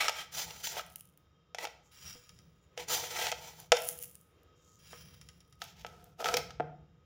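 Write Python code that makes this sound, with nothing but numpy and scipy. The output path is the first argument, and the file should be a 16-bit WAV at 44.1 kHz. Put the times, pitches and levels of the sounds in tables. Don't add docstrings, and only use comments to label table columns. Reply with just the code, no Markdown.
import sys
import numpy as np
from scipy import signal
from scipy.fft import rfft, irfft
from scipy.io import wavfile
from scipy.ndimage import uniform_filter1d

SR = 44100
rng = np.random.default_rng(int(sys.argv[2]) if len(sys.argv) > 2 else 0)


def master(y):
    cut = np.clip(np.atleast_2d(y).T, -1, 1)
    pcm = np.round(cut * 32767)
    wavfile.write(sys.argv[1], SR, pcm.astype(np.int16))


N = 311213
TIME = np.arange(N) / SR

# pitch_hz, width_hz, level_db
TUB_MODES = [(489.5, 26, -0.5), (657, 130, -7), (730, 65, -2.5), (859, 72, -13), (1279, 120, -9.5),
             (1297, 58, -14.5), (1591, 66, -16), (1973, 48, -9.5), (2290, 130, -14.5), (2562, 100, -19),
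             (2880, 30, -12), (3170, 25, -7.5), (5270, 260, -14), (5300, 190, -33), (6860, 170, -27)]
# pitch_hz, width_hz, level_db
JAR_MODES = [(487.5, 6, 1.5), (1260, 17, 4.5), (1734, 53, -20), (1880, 12, -17), (2060, 20, -8),
             (2820, 38, -1.5), (3188, 33, 3), (3720, 110, -3.5), (5160, 230, -1), (5620, 64, 4.5),
             (6920, 170, -0.5), (7330, 220, -14), (8900, 20, -10), (9060, 140, -8), (10120, 62, -4.5),
             (11220, 50, -7.5)]
# frequency_hz, gain_db
CRACK_SPECTRUM = [(150, -29.5), (330, -37.5), (480, -11), (880, 8.5), (1100, -16.5), (1450, -7),
                  (2300, 0.5), (3300, 2), (4150, -4.5), (5400, -0.5), (7200, -6.5), (8200, -18),
                  (13500, -14.5), (15000, -8), (16000, -18)]


def undb(db):
    return 10 ** (np.asarray(db) / 20)


def unit(x):
    return x / np.sqrt(np.mean(x ** 2))


def unit_hit(x):
    return x / np.sqrt(uniform_filter1d(x ** 2, 132).max())


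def add(track, start_s, sound):
    start = int(start_s * SR)
    track[start:start + len(sound)] += sound[:N - start]


def through(x, response):
    return signal.fftconvolve(x, response)[:len(x)]


def along(points, hz):
    knots_hz, values = np.transpose(points)
    return np.interp(np.log(hz + 1e-9), np.log(knots_hz), values)


def colour(x, points, size=4096):
    gain = undb(along(points, np.fft.rfftfreq(size, 1 / SR)))
    cepstrum = irfft(np.log(gain))
    cepstrum[1:size // 2] *= 2
    cepstrum[size // 2 + 1:] = 0
    return through(x, irfft(np.exp(rfft(cepstrum))))


def ring(modes, seconds):
    t = TIME[:int(seconds * SR)]
    return sum(undb(db) * width * np.exp(-np.pi * width * t) * np.cos(2 * np.pi * hz * t)
               for hz, width, db in modes)


def burst(size, decay_s):
    return rng.standard_normal(size) * np.exp(-TIME[:size] / decay_s)


def walk(per_s):
    knots = rng.standard_normal(4096)
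    return unit(np.interp(TIME * per_s, np.arange(len(knots)), knots))


def grains(per_s, spread_db):
    hit = rng.random(N) < per_s / SR
    strength = undb(spread_db * np.minimum(rng.exponential(size=N), 5))
    return hit * strength * rng.choice([-1, 1], N)


def swells(moves, swell_db, attack_s, release_s, column=3):
    shape_db = [-60, -swell_db, 0, -swell_db, -60]
    power = 0
    for move in moves:
        start, rise, fall = move[:3]
        corners_s = start + np.cumsum([-attack_s, attack_s, rise, fall, release_s])
        db = np.interp(TIME, corners_s, shape_db, left=-200, right=-200)
        power += undb(move[column] + db) ** 2
    return np.sqrt(power)


def drummed(push, modes, shift_db):
    return unit(sum(through(push, ring([mode], .15)) * undb(shift_db * walk(11)) for mode in modes))


def enclosed(x):
    bounces = colour(burst(2048, decay_s=.006), [(700, -24), (2000, 0)])
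    return unit(x + .75 * through(x, bounces / np.sqrt(np.sum(bounces ** 2))))


def room_tone():
    # frequency_hz, gain_db
    air_spectrum = [(20, -36.5), (40, -18), (65, 2.5), (120, -3.5), (190, -20.5), (260, -10.5), (480, -8.5),
                    (720, -19.5), (1500, -20.5), (3400, -27.5), (4300, -33), (5500, -35.5), (7200, -31.5),
                    (8100, -55), (13500, -42), (15000, -42.5), (16000, -43)]
    # time_s, level_db
    rumble_levels = [(0.0, -74), (0.47, -58.5), (1.28, -70), (2.0, -71), (2.06, -55.5), (2.26, -73),
                     (2.34, -61), (2.75, -72), (2.87, -58), (4.13, -65), (4.46, -74.5), (5.11, -58),
                     (5.52, -67.5), (5.86, -57), (6.23, -67), (6.31, -55), (6.72, -58), (7.06, -67)]
    hollow_spectrum = [(500, -2.5), (1300, -5), (1700, -20), (3500, -13.5), (5500, -24.5), (9000, -48.5)]
    rumble_spectrum = [(25, -30.5), (70, -2), (115, -7.5), (165, -.5), (250, -24.5), (600, -32.5),
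                       (3000, -79)]
    air = undb(-70 + 2.5 * walk(5)) * unit(colour(rng.standard_normal(N), air_spectrum))
    jar_air = through(rng.standard_normal(N), ring(JAR_MODES, .25))
    hollow = unit(colour(jar_air, hollow_spectrum))
    rumble = unit(colour(rng.standard_normal(N), rumble_spectrum))
    rumble *= undb(np.interp(TIME, *np.transpose(rumble_levels)))
    return air + undb(-77 + 2 * walk(4.9)) * hollow + rumble


def kitchen_walls(x):
    # frequency_hz, t60_s
    decays = [(150, 0.94), (500, 0.47), (1500, .48), (3000, 0.46), (6000, 0.41), (10000, 0.29),
              (16000, 0.31)]
    bands_hz, t60s = np.transpose(decays)
    t, hz = TIME[:SR], np.arange(SR // 2 + 1)
    noise = rfft(rng.standard_normal(SR))
    tail = 0
    for band, t60 in zip(np.eye(len(decays)), t60s):
        share = along(list(zip(bands_hz, band)), hz)
        tail += irfft(noise * share, SR) * undb(-60 * t / t60)
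    tail *= 1 - np.exp(-t / .006)
    return through(x, tail / np.sqrt(np.sum(tail ** 2)))


def pouring():
    # start_s, rise_s, fall_s, level_db
    slides = [(1.83, 0.026, 0.083, -71), (4.57, 0.16, 0.11, -67.5)]
    # start_s, rise_s, fall_s, relative_db
    pours = [(1.917, 0.18, 0.094, -51.5), (4.793, 0.15, 0.26, -56.5)]
    # start_s, level_db, hardness_hz
    jar_taps = [(2.153, -50.5, 477), (2.293, -48.5, 12000), (2.389, -54.5, 11800), (4.931, -42.5, 810),
                (5.2135, -49.5, 12400), (5.2883, -47, 10000), (5.405, -56.5, 12280), (5.526, -56.5, 11060)]
    # frequency_hz, gain_db
    hiss_spectrum = [(300, 0), (1100, 8), (1700, 14.5), (4200, 8.5), (5600, 20), (7100, -6), (8100, -56),
                     (11000, 13.5), (13500, -39), (15000, 7.5), (16000, 20)]
    slide_spectrum = [(2500, -59), (5000, -44), (7000, -33), (8500, -53), (14000, -51)]
    whisper = unit(colour(grains(per_s=4700, spread_db=4.5), slide_spectrum))
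    whisper *= swells(slides, swell_db=12, attack_s=.08, release_s=.08)
    shower = grains(per_s=4000, spread_db=3.4) * undb(1.5 * walk(70))
    hiss = undb(8.5) * enclosed(colour(shower, hiss_spectrum))
    singing = undb(-1) * drummed(shower, JAR_MODES[2:], shift_db=4.5)
    landing = (hiss + singing) * swells(pours, swell_db=15, attack_s=.027, release_s=1)
    jar = unit_hit(ring(JAR_MODES, .4))
    taps = np.zeros(N)
    for start_s, level_db, hardness_hz in jar_taps:
        click = unit_hit(colour(burst(len(jar), decay_s=.01), hiss_spectrum))
        contact = signal.butter(2, hardness_hz, fs=SR)
        add(taps, start_s, undb(level_db) * unit_hit(signal.lfilter(*contact, jar + click)))
    return whisper + landing + taps


def spilling():
    # start_s, rise_s, fall_s, relative_db
    spills = [(.84, 0.062, 0.071, -67), (3.75, .14, 0.06, -41), (4.0, 0.036, 0.032, -43.5)]
    # start_s, rise_s, fall_s, relative_db
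    skitters = [(.85, 0.16, 0.081, -61.5), (3.76, 0.1295, 0.22, -54), (5.2, .42, .48, -79.5)]
    # start_s, level_db
    strays = [(0.9587, -35.5), (1.0083, -42.5), (1.175, -54), (3.601, -42.5), (3.82, -36), (3.888, -24),
              (3.9888, -38), (4.0264, -33.5), (4.154, -44.5), (4.2122, -55), (4.433, -64.5), (5.64, -46),
              (6.042, -51.5)]
    # frequency_hz, gain_db
    tick_spectrum = [(400, -33.5), (2400, -11.5), (3000, -5), (3500, -14), (4600, -14.5), (7000, -3.5),
                     (8200, -8), (10000, 3), (13500, -5.5), (15000, 4.5), (16000, -9)]
    trickle = unit(colour(grains(per_s=730, spread_db=1), tick_spectrum))
    trickle *= swells(spills, swell_db=16, attack_s=.03, release_s=.41)
    skitter = unit(colour(grains(per_s=70, spread_db=2.5), tick_spectrum))
    skitter *= swells(skitters, swell_db=7, attack_s=.03, release_s=.2)
    ticks, t = np.zeros(N), TIME[:2048]
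    for start_s, level_db in strays:
        snap = rng.standard_normal(len(t)) * (np.exp(-t / .0007) + .1 * np.exp(-t / .005))
        add(ticks, start_s, undb(level_db) * unit_hit(colour(snap, tick_spectrum)))
    return undb(.5) * trickle + undb(-1.5) * skitter + ticks


def closing_lid():
    # start_s, rise_s, fall_s, rasp_relative_db, drum_db
    rubs = [(5.61, 0.013, 0.098, -47.5, -59), (5.76, 0.051, 0.031, -53, -81),
            (5.85, 0.014, 0.27, -66, -57.5), (6.197, 0.013, 0.012, -41, -36),
            (6.244, 0.021, 0.074, -38, -31.5), (6.32, 0.022, 0.0077, -50, -32),
            (6.367, 0.013, 0.016, -43, -30.5)]
    pressed_modes = [(479, 34, 0), (700, 42, 0), (1290, 50, -4)]
    slips = grains(per_s=3500, spread_db=2.2) * undb(.9 * walk(120))
    rasp = unit(colour(slips + grains(per_s=250, spread_db=3.2), CRACK_SPECTRUM))
    drum = unit(through(slips, ring(pressed_modes, .15)))
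    rasp_gain, drum_gain = (
        swells(rubs, swell_db=11, attack_s=.045, release_s=.068, column=c) for c in (3, 4))
    return undb(-3.5) * rasp * rasp_gain + drum * drum_gain


def counter_thuds():
    # pitch_hz, width_hz, level_db
    counter_modes = [(150, 4.7, 24.5), (233.4, 100, 3), (316, 27, 2), (459, 34, 9.5)]
    # start_s, level_db
    blows = [(6.346, -40), (6.6, -29)]
    thud_spectrum = [(40, -9), (140, 2.5), (500, 21.5), (2000, -62), (8000, -72)]
    thud = unit_hit(colour(ring(counter_modes, 1), thud_spectrum))
    thuds = np.zeros(N)
    for start_s, level_db in blows:
        add(thuds, start_s, undb(level_db) * thud)
    return thuds


def knocking():
    # start_s, level_db, hardness_hz, spot_pitch_hz
    blows = [(.009, -29.5, 6000, 800), (.043, -35, 7000, 1530), (0.0822, -21, 4630, 1380),
             (.094, -26, 6500, 780), (0.5063, -40.5, 9100, 1450), (.671, -32, 12000, 3120),
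             (0.769, -34, 2000, 880), (.795, -33.5, 2200, 1400), (1.547, -34, 4860, 680),
             (1.5854, -32.5, 3400, 1890), (1.652, -31, 4300, 850), (1.671, -39, 3040, 610),
             (2.7765, -33.5, 4500, 556), (3.039, -36.5, 2020, 890), (3.268, -27.5, 6440, 860),
             (3.3172, -28, 7000, 600), (3.325, -28, 2500, 900), (3.7197, -11.5, 4400, 570),
             (3.7255, -13.5, 800, 600), (3.769, -30, 5600, 2480), (5.618, -32.5, 6037, 1240),
             (5.848, -33.5, 1500, 910), (5.865, -43.5, 7000, 1290), (6.203, -34.5, 1170, 710),
             (6.226, -33.5, 800, 694), (6.244, -27.5, 6000, 716), (6.258, -25, 3000, 1260),
             (6.267, -29.5, 2500, 1300), (6.287, -26, 3500, 1400), (6.341, -22.5, 6160, 500),
             (6.369, -23, 8000, 755), (6.506, -44, 4000, 1292), (6.599, -26.5, 750, 717),
             (6.6047, -23.5, 700, 715)]
    body_spectrum = [(150, -9.5), (340, -12.5), (470, 4.5), (880, -2), (1080, -6.5), (1280, 4)]
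    spot_db, spot_octaves = 18, .3
    crack_db_per_octave, even_hz = 8, 4560
    knocks = np.zeros(N)
    for start_s, level_db, hardness_hz, spot_hz in blows:
        modes = [(hz, width, db + spot_db * np.exp(-(np.log2(hz / spot_hz) / spot_octaves) ** 2))
                 for hz, width, db in TUB_MODES]
        lingering = [(hz, .11 * width, db - 3) for hz, width, db in modes]
        body = unit_hit(colour(ring(modes + lingering, .4), body_spectrum))
        crack = unit_hit(colour(burst(len(body), decay_s=.0041), CRACK_SPECTRUM))
        crack *= undb(crack_db_per_octave * np.log2(hardness_hz / even_hz))
        contact = signal.butter(2, min(2 * hardness_hz, SR / 2.3), fs=SR)
        add(knocks, start_s, undb(level_db) * unit_hit(signal.lfilter(*contact, body + crack)))
    return knocks


def scooping():
    # start_s, rise_s, fall_s, crunch_db, rasp_relative_db, drum_relative_db
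    strokes = [(.003, 0.0037, 0.087, -45, -27.5, -43), (.11, 0.096, 0.041, -49, -40, -48.5),
               (.325, 0.071, 0.055, -37, -43, -49.5), (.45, 0.028, 0.33, -51, -55, -55.5),
               (.63, 0.011, 0.1, -37.5, -45, -64), (.725, 0.058, 0.028, -44.5, -40, -41),
               (1.587, 0.06, 0.0081, -47, -40, -45), (2.777, 0.022, .042, -49, -40, -44.5),
               (2.885, .04, 0.086, -30, -39, -39), (2.99, .05, 0.11, -42, -42.5, -47.5),
               (3.11, .115, .09, -38, -32.5, -37.5), (3.34, 0.14, 0.056, -50.5, -52.5, -55.5),
               (3.52, 0.084, 0.064, -56, -64.5, -63)]
    # frequency_hz, gain_db
    crunch_spectrum = [(200, -26.5), (450, -9.5), (880, -20.5), (1100, -22.5), (1400, -4), (2400, -7.5),
                       (3400, -4.5), (4300, -4.5), (5500, -1.5), (7100, 1), (8100, -15.5), (10000, -7),
                       (13600, -14.5), (15000, -2.5), (16000, -16)]
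    scrape_spectrum = [(1000, -19), (1500, 0), (2100, -3), (3600, -2.5), (4400, -6), (9000, -28.5)]
    avalanches = undb(1.6 * walk(110))
    crunch = enclosed(colour(grains(per_s=9000, spread_db=2.5) * avalanches, crunch_spectrum))
    push = grains(per_s=3500, spread_db=.5) * avalanches
    rasp = drummed(push, TUB_MODES[4:], shift_db=5.5)
    rasp += undb(-3.5) * enclosed(colour(push, scrape_spectrum))
    drum = undb(-2.5) * drummed(push, TUB_MODES[1:4], shift_db=4.5)
    drum += undb(-4.5) * drummed(push, TUB_MODES[3:4], shift_db=2)
    emptied = undb(np.interp(TIME, [1.7, 2.8], [-11, -2]))
    drum += emptied * drummed(push, TUB_MODES[:1], shift_db=-6.5)
    drum = colour(drum, [(150, -17.5), (330, 3), (460, 0)])
    crunch_gain, rasp_gain, drum_gain = (
        swells(strokes, swell_db=11, attack_s=.025, release_s=.04, column=c) for c in (3, 4, 5))
    return crunch * crunch_gain + undb(-5.5) * rasp * rasp_gain + undb(-2) * drum * drum_gain


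def scene():
    close = scooping() + spilling() + closing_lid() + knocking() + counter_thuds() + pouring()
    return (close + undb(-12) * kitchen_walls(close) + room_tone())[None]


def record(dry, top_hz=15750):
    return signal.sosfilt(signal.ellip(8, .2, 70, top_hz, fs=SR, output="sos"), dry)


dry = scene()
out = record(dry)
master(out)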